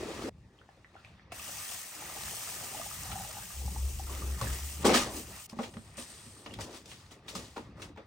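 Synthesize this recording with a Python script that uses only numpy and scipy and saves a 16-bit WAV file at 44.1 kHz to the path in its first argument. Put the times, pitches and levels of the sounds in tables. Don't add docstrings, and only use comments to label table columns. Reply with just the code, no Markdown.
import sys
import numpy as np
from scipy import signal
from scipy.fft import rfft, irfft, next_fast_len
from scipy.io import wavfile
from scipy.ndimage import uniform_filter1d, map_coordinates

SR = 44100
rng = np.random.default_rng(int(sys.argv[2]) if len(sys.argv) > 2 else 0)


def wav_record(signal):
    frames = np.transpose(np.atleast_2d(signal))
    bounded = np.clip(frames, -1, 1)
    quanta = np.round(bounded * 32767).astype(np.int16)
    wavfile.write(sys.argv[1], SR, quanta)


def undo_db(level):
    steps = np.asarray(level, float) / 20
    return 10 ** steps


N = 355446

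# time in seconds, level in dB.
AIR_RUMBLE = [(0.0, -57), (0.09, -57.5), (0.54, -66.5), (0.76, -70.5), (1.28, -65), (1.8, -70), (2.31, -59),
              (2.69, -60), (2.92, -60.5), (3.14, -56), (3.46, -64), (3.66, -55), (3.81, -55), (4.02, -60),
              (4.37, -53), (4.69, -59), (4.96, -53), (5.39, -65), (5.57, -64), (5.72, -57), (6.04, -64),
              (6.58, -58), (6.89, -64), (8.06, -62.5)]
# frequency in Hz, density in dB per Hz.
RUMBLE_COLOUR = [(13, -32), (22, -22.5), (35, -17), (54, -0.5), (102, 1), (162, -5.5), (200, -4.5),
                 (260, -30), (440, -120)]
# time in seconds, pitch in Hz, drone level in dB, sub-bass level in dB.
ENGINE = [(3.52, 66, -66, -69), (3.564, 65.5, -40, -42), (3.682, 65.4, -33, -55), (3.742, 67.7, -42, -53),
          (3.852, 66.4, -28, -52), (3.916, 70.9, -40.5, -44), (4.144, 68, -40.5, -46),
          (4.188, 63.5, -37.5, -48), (4.208, 64.5, -48, -53), (4.242, 66.8, -33.5, -51),
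          (4.348, 66.9, -34, -59), (4.406, 67, -46.5, -54), (4.516, 66.5, -33.5, -48),
          (4.59, 66.7, -46, -56), (4.634, 70, -35.5, -63), (4.748, 73.1, -49, -63), (4.842, 72.2, -41, -73),
          (4.982, 71.1, -48, -63), (5.224, 71.9, -59.5, -61), (5.3, 70.6, -55, -90)]

# time in seconds, peak in dB, pitch in Hz.
DRIPS = [
    (0.588, -66, 608),
    (0.615, -44, 1410),
    (0.69, -41.5, 760),
    (0.846, -38, 1870),
    (0.954, -38.5, 756),
    (1.048, -35.5, 2360),
    (1.196, -43.5, 1740),
    (1.322, -32.5, 696),
]
# time in seconds, peak in dB, pitch in Hz.
PLOPS = [(1.396, -39, 1190), (1.945, -46, 820), (2.022, -35, 824), (2.097, -42, 1260), (2.122, -45, 794),
         (2.151, -44, 638), (2.166, -36.5, 795), (2.363, -54, 1130), (2.473, -39, 1260), (2.627, -41, 690),
         (2.729, -45, 760), (2.747, -33, 814), (2.768, -42, 650), (2.797, -31.5, 662), (2.815, -33.5, 1194),
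         (2.862, -36.5, 800), (2.898, -52, 870), (2.912, -34, 1220), (3.054, -40.5, 740),
         (3.095, -38.5, 853), (3.104, -41, 760), (3.118, -34, 1320), (3.128, -35, 804), (3.156, -31.5, 758),
         (3.177, -38.5, 797), (3.198, -35, 787), (3.209, -36, 729), (3.248, -37, 802), (3.291, -42, 617),
         (3.31, -40, 1210), (3.349, -44, 820), (3.369, -35.5, 810), (3.384, -36, 837), (3.505, -41, 1220),
         (3.614, -43.5, 781), (3.677, -50, 556), (3.678, -35.5, 815), (3.761, -32.5, 843),
         (3.996, -33.5, 775), (4.07, -41.5, 1290), (4.095, -35.5, 1050), (4.162, -37.5, 1200),
         (4.221, -35.5, 1140), (4.385, -56, 1220), (4.412, -32, 1390), (4.414, -26, 1066)]
# time in seconds, peak in dB, pitch in Hz.
SMALL_DROPS = [(0.5887, -48.5, 3130), (0.6895, -50, 1720), (0.9438, -51, 2200), (0.965, -44.5, 1410),
               (1.3214, -34, 2600), (1.3962, -34, 2600), (3.4241, -41, 1590), (3.5043, -42, 1620),
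               (4.4711, -30.5, 1670), (5.7424, -50, 1890), (6.464, -39, 2860)]
# time in seconds, peak in dB, pitch in Hz.
SKIMMER_RINGS = [
    (.975, -57, 1350),
    (1.056, -60, 2550),
    (6.506, -49, 2800),
    (6.53, -49, 3300),
    (6.735, -54, 5500),
]
# time in seconds, peak in dB, pitch in Hz.
LEAF_TICKS = [(5.498, -36.5, 4930), (5.522, -46, 1030), (5.63, -39, 1110), (5.767, -51, 802),
              (6.469, -44, 1140), (6.51, -39, 2800), (6.54, -32, 3300), (6.589, -34.5, 864),
              (6.915, -44, 2450), (7.11, -44, 2950), (7.283, -29.5, 3520), (7.354, -31.5, 1170),
              (7.562, -40, 880), (7.579, -33, 899), (7.773, -51, 1290), (7.798, -41.5, 1180),
              (7.962, -47, 890)]
# time in seconds, peak in dB, pitch in Hz.
FLOOR_THUDS = [(4.416, -27, 114), (4.846, -17, 256.5), (5.528, -33, 225), (5.57, -31, 236),
               (5.59, -25.5, 215), (5.766, -32.5, 213), (5.978, -36, 240), (6.266, -43, 224),
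               (6.461, -40, 292), (6.588, -38, 226), (7.354, -33, 189), (7.573, -35, 216),
               (7.901, -39, 288), (7.975, -45, 233)]
# time in seconds, peak in dB, crack in dB, spray in dB (both relative), T60 in seconds.
KNOCKS = [(3.115, -39, -2.5, 3, 0.073), (4.412, -25, -33, -1, 0.053), (4.846, -12.5, -31, -27, 0.065),
          (4.891, -13, -33, -33, 0.09), (4.941, -13.5, -12, -14, 0.048), (5.53, -33, -33, -27, 0.024),
          (5.588, -24.5, -41, -31, 0.088), (5.631, -36.5, -7, -13, 0.13), (5.739, -37.5, -13, -20, 0.031),
          (5.768, -31, -20, -25, 0.027), (5.867, -52.5, -8, -9, 0.044), (5.979, -36, -11, -17, 0.067),
          (6.46, -32, -13, -22, 0.057), (6.537, -43.5, -7, 10, 0.038), (6.587, -31, -30, -20, 0.074),
          (6.739, -39, -16, -10, 0.067), (6.857, -53, -4, 17, 0.037), (6.914, -49, 1.5, 5, 0.089),
          (7.111, -45, -16, -18, 0.073), (7.281, -44, -4, -7, 0.079), (7.351, -39, -34, 11.5, 0.098),
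          (7.564, -30, -20, -19, 0.13), (7.777, -41.5, -33, -20, 0.06), (7.819, -37.5, -6, 0, 0.086),
          (7.973, -35.5, -37, -31, 0.098)]

# frequency in Hz, width in Hz, level in dB.
COLANDER_MODES = [(216, 22, 1.5), (247, 11.7, 6.5), (300.4, 17.3, 0.5), (368, 67, -4.5), (457, 31, 1.5),
                  (537, 23, 6.5), (623, 62, -1), (698, 28, -1), (819, 30, -3), (933, 45, -7),
                  (1126, 49, -7), (1600, 29, -10.5), (2130, 150, -32.5)]
# frequency in Hz, width in Hz, level in dB.
POT_MODES = [(747, 217, -15), (1220, 47, 1.5), (1870, 210, 2), (2680, 190, -4)]
# frequency in Hz, density in dB per Hz.
VESSEL_COLOUR = [(90, -76), (150, -14.5), (200, -6.5), (340, -1.5), (650, -12.5), (1200, -13.5),
                 (1700, -37), (2600, -120)]
# frequency in Hz, density in dB per Hz.
SLOSH_COLOUR = [(350, -25), (600, -10), (1100, -11), (2100, -15), (3500, -13.5), (6000, -22.5),
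                (10000, -67)]
# frequency in Hz, density in dB per Hz.
STOVE_COLOUR = [(1600, -13.5), (2800, -1.5), (3600, -6), (4500, -4.5), (5700, 0), (7500, 0), (9000, 2),
                (10200, -2), (12000, -5), (13900, -6), (15300, 0), (16000, -11)]
# frequency in Hz, density in dB per Hz.
SPRAY_COLOUR = [(1600, -8.5), (3000, -2.5), (4500, -2), (6000, -2.5), (8500, -5.5), (10200, -6),
                (12000, -16.5), (13900, -19.5), (16000, -13)]

# time in seconds, vessel in dB, slosh in dB, fizz in dB.
LIFTING = [
    [(0.0, -47.5, -48, -53), (0.056, -43, -48.5, -53.5), (0.284, -44, -48.5, -53.5), (0.294, -35, -47, -54)],
    [(0.296, -65, -79, -86), (0.306, -65.5, -76, -83), (0.716, -66, -68, -77.5), (0.91, -68, -69, -79),
     (0.946, -64, -64, -77.5), (1.08, -69.5, -62, -73), (1.298, -63.5, -67.5, -91), (1.318, -66, -57, -79)],
    [(1.32, -60, -41, -52.5), (1.34, -62, -53.5, -54), (1.45, -62, -50.5, -47), (1.73, -66, -49.5, -43.5),
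     (1.89, -70, -56, -50), (2.03, -54.5, -50, -49), (2.39, -61.5, -49, -43.5), (2.74, -55.5, -50.5, -46.5),
     (2.81, -58, -52, -47.5), (2.85, -64.5, -50.5, -46), (3.21, -57.5, -52, -48), (3.55, -67, -56, -48.5),
     (3.62, -51.5, -59.5, -49.5), (4.06, -59.5, -59, -50.5), (4.12, -46, -52, -49.5),
     (4.38, -56, -54.5, -51), (4.43, -46, -43.5, -46), (4.47, -50, -47.5, -45.5), (4.72, -61.5, -57, -47.5),
     (4.81, -52, -54, -50), (4.83, -47, -45, -48)],
]
# time in seconds, vessel in dB, slosh in dB, fizz in dB.
SPLASH = [
    (4.84, -36, -54, -54),
    (4.854, -21, -39, -30),
    (4.93, -24, -30.5, -42.5),
    (4.948, -34, -26, -27),
    (5.102, -43, -53, -52.5),
    (5.176, -45, -53, -45),
    (5.254, -59, -58.5, -55),
    (5.386, -64.5, -52.5, -52),
    (5.466, -79, -65, -53),
]
# time in seconds, vessel in dB, slosh in dB, fizz in dB.
HANDLING = [
    [(5.47, -63, -69, -77), (5.488, -60, -66, -77), (5.496, -59, -62, -54), (5.552, -58, -67, -70),
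     (5.638, -47, -52, -51), (5.704, -55.5, -68, -62.5), (5.938, -59, -62.5, -64), (5.97, -61, -56, -66)],
    [(5.97, -57, -64, -52.5), (5.99, -44, -55, -46.5), (6.07, -64.5, -58.5, -53.5), (6.39, -58, -64, -59.5),
     (6.59, -51, -61, -65.5), (6.61, -53, -53, -45), (6.69, -48.5, -60, -61), (6.77, -57, -57, -52),
     (6.84, -60, -67, -69.5), (6.91, -58.5, -62.5, -55), (7.1, -63, -66, -69.5), (7.12, -54.5, -61, -56),
     (7.22, -64.5, -67.5, -83), (7.27, -56, -63, -74), (7.29, -57, -57, -46), (7.34, -51.5, -61, -58.5),
     (7.36, -49, -62, -46.5), (7.43, -49.5, -57, -55.5), (7.56, -64, -65, -65.5),
     (7.57, -57.5, -57.5, -59.5), (7.75, -59, -67.5, -86), (7.83, -48.5, -57.5, -52.5),
     (7.95, -62, -70, -88.5), (7.98, -55, -56.5, -80), (8.06, -62, -67, -83)],
]
# start in seconds, end in seconds.
SIZZLING = [
    (1.32, 4.83),
    (5.1, 5.466),
]
# start in seconds, end in seconds.
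STEAMING = (5.7, 6.45)

# frequency in Hz, T60 in seconds.
YARD_DECAY = [(200, .16), (2000, 0.17), (10000, 0.029)]
# frequency in Hz, left-right likeness from 0 to 1.
PORT_LIKENESS = [(60, .995), (150, .985), (300, .96), (700, .9), (1500, .7), (3000, .5), (5000, .45),
                 (9000, .83), (12000, .83), (15000, .75)]
# frequency in Hz, lead of the left in radians.
PORT_LEAD = [(0, 0), (1120, -.2), (1550, -1.3), (2500, .9), (3270, 1.3), (4480, .9), (5340, -.4),
             (7490, .9), (8350, .1), (10250, -3.14), (12100, -6.3), (13900, -9.42), (15400, -12.4),
             (16400, -12.6)]
# frequency in Hz, left minus right in dB.
PORT_TILT = [(60, .5), (200, .6), (380, 1.2), (700, 2), (1290, 0), (2380, -.5), (4400, 4.5), (8120, 1),
             (15000, 0)]


def unit(x):
    return x / np.sqrt(np.mean(x ** 2) + 1e-20)


def along(points, hz):
    f, v = np.transpose(points)
    return np.interp(np.log(hz + 1), np.log(f + 1), v)


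def curves(rows):
    s, *cols = np.transpose(rows)
    return [np.interp(np.arange(N) / SR, s, c, left=-150, right=-150) for c in cols]


def wobble(rate):
    knots = rng.standard_normal(int(N * rate / SR) + 4)
    return map_coordinates(knots, [np.arange(N) * rate / SR])


def filtered(x, response):
    m = next_fast_len(N + SR // 2)
    return irfft(rfft(x, m) * response(np.fft.rfftfreq(m, 1 / SR)), m)[..., :N]


def resonances(modes):
    def response(f):
        total = 0
        for k, (centre, width, db) in enumerate(modes):
            damping = 1j * f * width
            total = total + (-1) ** k * undo_db(db) * damping / (centre * centre - f * f + damping)
        return total
    return response


def bursts(rate, spread_db, life):
    chance, size = rng.random(N), rng.exponential(size=N)
    starts = (chance < rate / SR) * undo_db(spread_db * np.minimum(size, 3))
    return unit(signal.lfilter([1], [1, -np.exp(-1 / (life * SR))], starts))


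def patchy(depth_db):
    z = signal.stft(rng.standard_normal((2, N)), nperseg=512)[2]
    field = uniform_filter1d(rng.standard_normal(z.shape[1:]), 6, 0)
    field = uniform_filter1d(field, 8, 1)
    return signal.istft(z * undo_db(depth_db * unit(field)), nperseg=512)[1][:, :N]


def yard(x, wet_db):
    hz, t, z = signal.stft(rng.standard_normal((2, SR // 3)), SR, nperseg=256)
    decay = undo_db(-60 * t / along(YARD_DECAY, hz)[:, None])
    tail = signal.istft(z * decay, SR, nperseg=256)[1]
    echo = signal.fftconvolve(x[None], tail / np.linalg.norm(tail[0]), axes=1)[:, :N]
    return np.array([x + undo_db(wet_db) * echo[0], undo_db(-1) * echo[1]])


def background():
    air_db, = curves(AIR_RUMBLE)
    rumble = unit(filtered(patchy(0.99), lambda f: undo_db(along(RUMBLE_COLOUR, f))))
    rumble = undo_db(air_db + 6 + 4.2 * wobble(9)) * rumble
    hz, level_db, sub_db = curves(ENGINE)
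    tone = np.sin(2 * np.pi * np.cumsum(hz + 1.28 * wobble(15)) / SR)
    drone = np.sqrt(2) * undo_db(level_db + .8 * wobble(25)) * tone
    sub = unit(filtered(rng.standard_normal(N), lambda f: resonances([(44, 14, 0)])(f) ** 2))
    return rumble + (drone + undo_db(sub_db) * sub) * [[1], [1]]


def grass():
    t = np.arange(N // 20) / SR
    cracks = rng.random((2, len(t))) < 260 / SR
    crunch = cracks * rng.standard_normal((2, len(t))) * (t < .29)
    crunch = np.pad(crunch, ((0, 0), (0, N - len(t))))
    return undo_db(-1.5) * filtered(crunch, lambda f: resonances([(330, 260, 0)])(f) ** 2)


def drops(rows, cycles, swell, rise, tick_db):
    out, t = np.zeros(N + SR), np.arange(SR // 12) / SR
    for s, db, hz in rows:
        fade = t * hz / cycles
        bubble = np.sin(2 * np.pi * hz * t * (1 + rise * fade))
        bubble = bubble * np.exp(-fade) * (1 - np.exp(-t * hz / swell))
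        contact = uniform_filter1d(rng.standard_normal(len(t)), size=4)
        tick = undo_db(tick_db - 60 * t / .008) * contact
        out[round(s * SR):][:len(t)] += undo_db(db - 0.5) * (bubble + tick)
    return yard(out[:N], wet_db=-10)


def froth(rate, hz, octaves, cycles, spread_db):
    draw = rng.random((2, int(rate * N / SR), 3))
    when, detune, size = draw[..., :1], draw[..., 1:2], draw[..., 2:]
    pitch = np.clip(hz * 2 ** (octaves * (2 * detune - 1)), 200, 15000)
    turns = pitch * np.arange(256) / SR
    tones = undo_db(-spread_db * np.log(size + 0.016)) * np.sin(2 * np.pi * turns) * np.exp(-turns / cycles)
    tones = tones * np.hanning(512)[256:]
    where = (when * N).astype(int) + np.arange(256)
    rows = [np.bincount(w.ravel(), v.ravel(), N + 256)[:N] for w, v in zip(where, tones)]
    return unit(np.array(rows))


def knocks():
    push, crack, spray = np.zeros((3, N + SR))
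    t = np.arange(SR // 3) / SR
    for s, db, crack_db, spray_db, t60 in KNOCKS:
        shape = undo_db(db - 60 * t / max(t60, .01)) * (1 - np.exp(-t / 0.00057))
        noises = shape * rng.standard_normal((3, len(t)))
        for line, noise, extra_db in zip((push, crack, spray), noises, (0, crack_db, spray_db)):
            line[round(s * SR):][:len(t)] += undo_db(extra_db) * noise

    def band(lo_hz, hi_hz):
        return resonances([((lo_hz * hi_hz) ** .5, hi_hz - lo_hz, 0)])

    ringing = resonances(COLANDER_MODES)
    metal = filtered(push[:N], lambda f: undo_db(8.5) * ringing(f) + undo_db(1.5) * band(350, 1700)(f) ** 2)
    snap = filtered(crack[:N], lambda f: band(1500, 4000)(f) ** 2)
    mist = filtered(spray[:N], lambda f: undo_db(along(SPRAY_COLOUR, f)))
    return yard(metal + undo_db(12) * snap + undo_db(-3) * mist, wet_db=-10.5)


def wet_motion():
    vessel_db, slosh_db, fizz_db = curves(np.vstack(LIFTING + [SPLASH] + HANDLING))
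    gush = bursts(rate=32, spread_db=3.5, life=0.025)
    metal, walls = resonances(COLANDER_MODES), resonances(POT_MODES)

    def ring(f):
        return undo_db(along(VESSEL_COLOUR, f)) * (1 + 0.59 * np.abs(metal(f)))

    def hollow(f):
        return undo_db(along(SLOSH_COLOUR, f)) * (1 + 1.34 * np.abs(walls(f)))

    boom = unit(filtered((1 + 0.16 * gush) * patchy(2.9), ring))
    bubbly = patchy(2.15) + 0.19 * froth(160, 1296, 1.13, 7.5, 2.4)
    slosh = unit(filtered((1 + 0.1 * gush) * bubbly, hollow))

    popping = 1 + 0.12 * gush + 0.25 * bursts(500, 5.3, 0.0019)
    crackle = popping * (patchy(0.87) + 0.22 * froth(700, 6646, 1.262, 13, 4.7))
    sizzle = unit(filtered(crackle, lambda f: undo_db(along(STOVE_COLOUR, f))))
    spray = unit(filtered(crackle, lambda f: undo_db(along(SPRAY_COLOUR, f))))
    whistle = undo_db(-2.5) * unit(filtered(crackle, resonances([(8600, 890, 0)])))

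    t = np.arange(N) / SR
    hot = sum((t > start) & (t < end) for start, end in SIZZLING)
    steam = (t > STEAMING[0]) & (t < STEAMING[1])
    cool = undo_db(3.3) * spray * (1 - 0.27 * steam) + steam * whistle
    fizz = np.where(hot, undo_db(3.5) * sizzle, cool)
    return undo_db(vessel_db - 1.0) * boom + undo_db(slosh_db + 0.5) * slosh + undo_db(fizz_db) * fizz


def scene():
    water = drops(DRIPS, 2.6, 0.23, 0.018, -29)
    water = water + drops(PLOPS, 5.0, 0.5, 0.014, -9)
    water = water + drops(SMALL_DROPS, 6.1, 0.41, 0.0046, -17.5)
    skimmer = drops(SKIMMER_RINGS, 24, 3, .004, -14)
    leaves = drops(LEAF_TICKS, 3.8, 0.11, 0.017, -3.5)
    floor = drops(FLOOR_THUDS, 2.9, 0.27, 0.005, -40)
    both = background() + grass() + water + skimmer + leaves + floor + knocks() + wet_motion()

    def shares(f):
        angle = np.arccos(np.clip(along(PORT_LIKENESS, f), -1, 1)) / 2
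        return np.array([np.cos(angle), np.sin(angle)])

    def ports(f):
        lead = np.interp(f, *np.transpose(PORT_LEAD))
        left = undo_db(along(PORT_TILT, f) / 2) * np.exp(.5j * lead)
        return np.array([left, 1 / left])

    direct, diffuse = filtered(both, shares)
    return filtered(np.array([direct + diffuse, direct - diffuse]), ports)


def band_limit(x):
    return signal.sosfilt(signal.butter(12, 16830, fs=SR, output="sos"), x)


def record(dry):
    dry = filtered(dry, lambda f: f < 15870)
    ceiling = .45
    mix = dry / (1 + np.abs(dry / ceiling) ** 4) ** (1 / 4)
    return band_limit(mix)


dry = scene()
out = record(dry)
wav_record(out)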